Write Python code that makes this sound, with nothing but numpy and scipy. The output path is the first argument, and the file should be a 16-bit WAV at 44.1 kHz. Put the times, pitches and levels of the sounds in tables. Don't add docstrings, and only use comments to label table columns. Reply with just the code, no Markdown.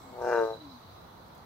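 import sys
import numpy as np
from scipy import signal
from scipy.fft import rfft, irfft, next_fast_len
from scipy.io import wavfile
from scipy.ndimage import uniform_filter1d, map_coordinates

SR = 44100
rng = np.random.default_rng(int(sys.argv[2]) if len(sys.argv) > 2 else 0)


def volts_from_decibels(level):
    exponent = np.asarray(level, float) / 20
    return 10 ** exponent


def unload_wav(signal):
    wavfile.write(
        sys.argv[1],
        SR,
        np.round(np.clip(np.atleast_2d(signal).T, -1, 1) * 32767).astype(np.int16),
    )


N = 63945
T = np.arange(N) / SR

# (frequency [Hz], level [dB])
TRAFFIC = [(25, -25), (65, -4.5), (125, -4.5), (300, -11.5), (450, -13), (900, -8), (1250, -11.5),
           (2000, -26), (3000, -43)]
# (frequency [Hz], level [dB])
AIR = [(1180, -35.5), (2000, -7.5), (2660, -11.5), (4040, -4), (5380, -14.5), (6120, -13), (7480, -28.5),
       (11900, -18.5), (15900, -16.5)]
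# (frequency [Hz], likeness [-1 to 1])
PORT_LIKENESS = [(60, 1), (240, 0.8), (950, 0.07), (3770, -0.76), (15000, -0.27)]
# (frequency [Hz], half of left minus right [dB])
PORT_TILT = [(60, 1.2), (300, 0.3), (1000, -2.16), (8000, 2), (14000, -2.9)]
# (time [s], level [dB])
CRICKETS = [(0, -73), (.2, -77), (.3, -68), (.37, -60), (.39, -65), (.432, -61), (.442, -53), (.48, -61),
            (.555, -59), (.58, -63), (.65, -58), (.67, -62), (.73, -59), (.8, -65), (1.0, -68), (1.1, -75),
            (1.45, -78)]
# (frequency [Hz], width [Hz], level [dB], end [s])
TRILLS = [
    (7680, 750, -68, 0.043),
    (2186, 34, -66, 0.12),
    (1030, 180, -65.5, 0.16),
]
# (time [s], level [dB])
RUSTLE = [(0, -64), (.05, -76.5), (.195, -89), (.215, -62), (.3, -54), (.4, -59), (.5, -65.5), (.62, -84)]
# (frequency [Hz], width [Hz], level [dB])
RUSTLE_BANDS = [(4360, 230, -5), (5270, 390, 1.5), (5820, 460, 0), (6580, 520, -5), (8600, 500, -16)]
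# (time [s], pitch [Hz], level [dB])
EARLY_HOOT = [(.03, 273.4, -58.5), (.1, 263.3, -57), (.13, 239, -54), (.16, 246, -92)]
# (time [s], pitch [Hz], level [dB])
HOOT = [(.59, 316, -65), (.62, 309.3, -50), (.67, 280.5, -50.5), (.715, 269, -57.5), (.74, 246.4, -51.5),
        (.79, 241, -58.5)]
# (time [s], pulse rate [Hz])
PITCH = [(.14, 123.2), (.22, 121.8), (.3, 120.4), (.36, 116.35), (.43, 112.1), (.56, 111.25)]
# (time [s], level [dB], brightness [dB], sac fullness [0-1])
EFFORT = [
    (.09, -56, -11, 0.38),
    (.15, -44.5, -30, 0.34),
    (.22, -31.5, -11.5, 0.6),
    (.28, -26.5, -4, 0.35),
    (.335, -22.5, -1, 0.82),
    (.38, -23, -4.5, 0.82),
    (.44, -26.5, -11, 0.98),
    (.52, -33, -15, 0.51),
    (.585, -55, -13, 1),
]
# (time [s], rate [Hz], shift [cycles])
FLUTTER = [(.14, 32.5, .046), (.24, 38.3, .043), (.32, 36.3, .038), (.345, 35.5, .022), (.42, 35, .004)]
# (frequency [Hz], width [Hz], slack level [dB], full level [dB])
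SAC = [(324, 203, -1.5, -7.5), (450.5, 63.4, 8.5, 6), (630, 105, 3, -3), (768, 190, 3.5, -10),
       (921, 47, 1.5, -2), (1208, 62, -33.5, -3)]
# (frequency [Hz], width [Hz], level [dB])
ROOF = [(1389, 221, -4), (1546, 99, 2), (1784, 113, -14), (2010, 65, -17.5), (2360, 40, -20),
        (2797, 70, -19.5)]
# (frequency [Hz], width [Hz], depth [0-1])
WATER_DIPS = [(773, 68, 0.9), (1447, 91, 1), (1900, 170, 1)]
# (time [s], level [dB])
DRIPS = [
    (1.282, -53.5),
    (1.349, -49),
    (1.358, -60),
    (1.379, -50.5),
]

TRAFFIC_DB, AIR_DB, HISS_RISE = -51, -63, .13
CRICKET_HZ, CRICKET_WIDE_HZ, CHIRP_DB, CHORUS_DB = 3975, 150, 3.5, 2.5
HALO_HZ, HALO_WIDE_HZ, HALO_DB = 4000, 1700, -6.5
GRAIN_DB = 1.6
START_S, RELEASE_S = .14, .515
PULSE_PHASE, FLUTTER_PHASE, FLUTTER_LEAD = -.053, .808, .75
FLUTTER_DB, SCATTER_DB, JITTER = 1.5, .7, .005
LOW_FLUTTER, HIGH_FLUTTER, SPLIT_HZ = .36, .89, 650
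RASP_DB, ROOF_RASP_DB, RELEASE_RASP_DB = -17, -3, 20
LOW_CUT_HZ, HIGH_CUT_HZ, ROOF_LAG_S = 270, 1150, .0009
RING_HZ, RING_WIDE_HZ = 460, 120
RING_SLACK, RING_FULL, TURN_SLACK, TURN_FULL = .25, .7, -.2, -1.9
FROG_PAN_DB, FROG_LEAD = 1.1, .26
BANK_DB, BANK_T60 = -14, .17
TOP_HZ = 15780


def unit(x):
    return x / np.sqrt(np.mean(x ** 2) + 1e-20)


def along(points, hz):
    f, v = np.transpose(points)
    return np.interp(np.log(hz + 1), np.log(f + 1), v)


def curves(rows):
    s, *cols = np.transpose(rows)
    return [np.interp(T, s, c) for c in cols]


def wobble(rate):
    return map_coordinates(rng.standard_normal(400), [T * rate % 390])


def filtered(x, response):
    m = next_fast_len(N + 8192)
    return irfft(rfft(x, m) * response(np.fft.rfftfreq(m, 1 / SR)), m)[..., :N]


def resonance(f, center, width):
    return 1j * f * width / (center * center - f * f + 1j * f * width)


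def peaks(rows, f):
    return sum((-1) ** k * volts_from_decibels(db) * resonance(f, c, w) for k, (c, w, db) in enumerate(rows))


def rush(response, patchy_db=0):
    z = signal.stft(rng.standard_normal((2, N)), nperseg=512)[2]
    patches = uniform_filter1d(rng.standard_normal(z.shape[1:]), 5, 0)
    patches = unit(uniform_filter1d(patches, 10, 1))
    pair = signal.istft(z * volts_from_decibels(patchy_db * patches), nperseg=512)[1][:, :N]

    def spread(f):
        turn = np.arccos(np.clip(along(PORT_LIKENESS, f), 0, 1)) / 2
        return response(f) * [np.cos(turn), np.sin(turn)]
    mid, side = filtered(pair, spread)
    return unit(np.array([mid + side, mid - side]))


def background():
    traffic = volts_from_decibels(TRAFFIC_DB + .8 * wobble(3)) * rush(lambda f: volts_from_decibels(along(TRAFFIC, f)), patchy_db=1)
    air = volts_from_decibels(AIR_DB + 1.1 * wobble(4.6)) * rush(lambda f: volts_from_decibels(along(AIR, f)), patchy_db=1.8)
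    return filtered(traffic + air, lambda f: volts_from_decibels(along(PORT_TILT, f) * [[1], [-1]]))


def insects():
    def band(hz, wide):
        return lambda f: peaks([(hz, wide, 0)], f) ** 2
    chirps = unit(volts_from_decibels(CHIRP_DB * wobble(94.66)) * rush(band(CRICKET_HZ, CRICKET_WIDE_HZ)))
    chirps = chirps + volts_from_decibels(HALO_DB) * rush(band(HALO_HZ, HALO_WIDE_HZ), patchy_db=-3)
    out = volts_from_decibels(curves(CRICKETS)[0] + CHORUS_DB) * chirps * volts_from_decibels([[-1.2], [1.2]])
    for hz, wide, db, end in TRILLS:
        level_db = db - 50 * np.clip(T - end, 0, 1) + wobble(27)
        out = out + volts_from_decibels(level_db) * rush(band(hz, wide))
    return out


def rustle():
    def leaf(f):
        return peaks(RUSTLE_BANDS, f) * (f / (f + 4000)) ** 2
    grains = unit(volts_from_decibels(GRAIN_DB * wobble(200)) * rush(leaf, patchy_db=.5))
    return volts_from_decibels(curves(RUSTLE)[0] - 31 * np.clip(T - RUSTLE[-1][0], 0, 1)) * grains


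def hoot(rows):
    start, end = rows[0], rows[-1]
    hz, db = curves([(start[0] - .02, start[1], -90), *rows, (end[0] + .022, end[1], -90)])
    tone = np.sin(2 * np.pi * np.cumsum(hz) / SR)
    return np.sqrt(2) * volts_from_decibels(db + 1.1 * wobble(30.3)) * tone * volts_from_decibels([[1.5], [-1.5]])


def vocal_cords(gain):
    (pitch,), (rate, shift) = curves(PITCH), curves(FLUTTER)

    def turns(hz):
        return (np.cumsum(hz) - hz[:round(START_S * SR)].sum()) / SR
    beat = 2 * np.pi * (turns(rate) + FLUTTER_PHASE)
    steady = turns(pitch) + PULSE_PHASE
    chance = rng.standard_normal((70, 2))

    def pulses(share):
        phase = steady - share * shift * np.sin(beat)
        at = np.interp(np.arange(-10, 60) + JITTER * chance[:, 0], phase, np.arange(N))
        swing = shift / shift.max() * np.sin(beat + 2 * np.pi * FLUTTER_LEAD)
        swing = np.interp(at, np.arange(N), swing)
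        size = volts_from_decibels(SCATTER_DB * chance[:, 1] + FLUTTER_DB * swing)
        taps = np.floor(at)[:, None] + np.arange(-7, 9)
        shape = size[:, None] * np.sinc(taps - at[:, None]) * np.hanning(16)
        return np.bincount(taps.astype(int).ravel(), shape.ravel(), N) * np.sqrt(SR / pitch)

    def upper(f):
        return 1 / (1 + (SPLIT_HZ / (f + 1)) ** 8)
    low = filtered(pulses(LOW_FLUTTER), lambda f: 1 - upper(f))
    high = filtered(pulses(HIGH_FLUTTER), upper)
    puff = np.exp(-2 * ((steady + .033) % 1)) * rng.standard_normal(N)
    rasp_db = RASP_DB + RELEASE_RASP_DB * np.clip((T - RELEASE_S) / .034, 0, 1)
    return gain * (low + high + volts_from_decibels(rasp_db) * puff), gain * puff


def throat_and_sac(drive, full):
    def sac(column, ring, turn):
        def response(f):
            size = abs(peaks([(r[0], r[1], r[column]) for r in SAC], f))
            size = size / (1 + (LOW_CUT_HZ / (f + 1)) ** 4) / (1 + (f / HIGH_CUT_HZ) ** 4)
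            ringing = np.angle(peaks([(RING_HZ, RING_WIDE_HZ, 0)], f))
            return size * np.exp(1j * (ring * ringing - turn))
        return response
    slack = filtered(drive * (1 - full), sac(2, RING_SLACK, TURN_SLACK))
    return slack + filtered(drive * full, sac(3, RING_FULL, TURN_FULL))


def mouth_roof(x):
    def response(f):
        lag = np.exp(-2j * np.pi * f * ROOF_LAG_S)
        return abs(peaks(ROOF, f)) * lag / (1 + (1100 / (f + 1)) ** 4) / (1 + (f / 2600) ** 2)
    return filtered(x, response)


def bullfrog():
    level_db, bright_db, full = curves(EFFORT)
    drive, puff = vocal_cords(volts_from_decibels(level_db) * (T < EFFORT[-1][0]))
    roof = mouth_roof((drive + volts_from_decibels(ROOF_RASP_DB) * puff) * volts_from_decibels(bright_db))
    return volts_from_decibels(17.5) * (throat_and_sac(drive, np.clip(full, 0, 1)) + volts_from_decibels(-1) * roof)


def pond_edge(x):
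    def response(f):
        dips = np.prod([1 - np.clip(depth, 0, 1) * resonance(f, c, w) for c, w, depth in WATER_DIPS], axis=0)
        left = volts_from_decibels(FROG_PAN_DB) * np.exp(1j * FROG_LEAD) + 0 * f
        right = volts_from_decibels(-FROG_PAN_DB) * np.exp(-1j * FROG_LEAD) * dips
        return np.array([left, right])
    t = T[:SR // 4]
    tail = rng.standard_normal((2, len(t))) * volts_from_decibels(-60 * t / BANK_T60) * (t > .004)
    bank = signal.fftconvolve(x[None], tail / np.linalg.norm(tail[0]), axes=1)[:, :N]
    return filtered(x, response) + volts_from_decibels(BANK_DB) * bank


def drips():
    fade = sum(volts_from_decibels(db - 60 * np.clip(T - s, 0, .2) / .039) * (T > s) for s, db in DRIPS)
    return volts_from_decibels(-9.5) * fade * rush(lambda f: (f / (f + 1500)) * (f < 15800))


def scene():
    frogs = pond_edge(bullfrog()) + hoot(HOOT) + hoot(EARLY_HOOT)
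    return frogs + insects() + rustle() + drips() + background()


def roll_off(x):
    return signal.sosfilt(signal.butter(12, 16320, fs=SR, output="sos"), x)


def record(dry):
    loud = np.sqrt(np.abs(uniform_filter1d(dry[0] ** 2, 4000)))
    hiss = HISS_RISE * volts_from_decibels(-33.5) * np.sqrt(loud) * rush(lambda f: 1.0 * (f > 2000))
    mix = filtered(dry + hiss, lambda f: f < TOP_HZ)
    return roll_off(mix)


dry = scene()
out = record(dry)
unload_wav(out)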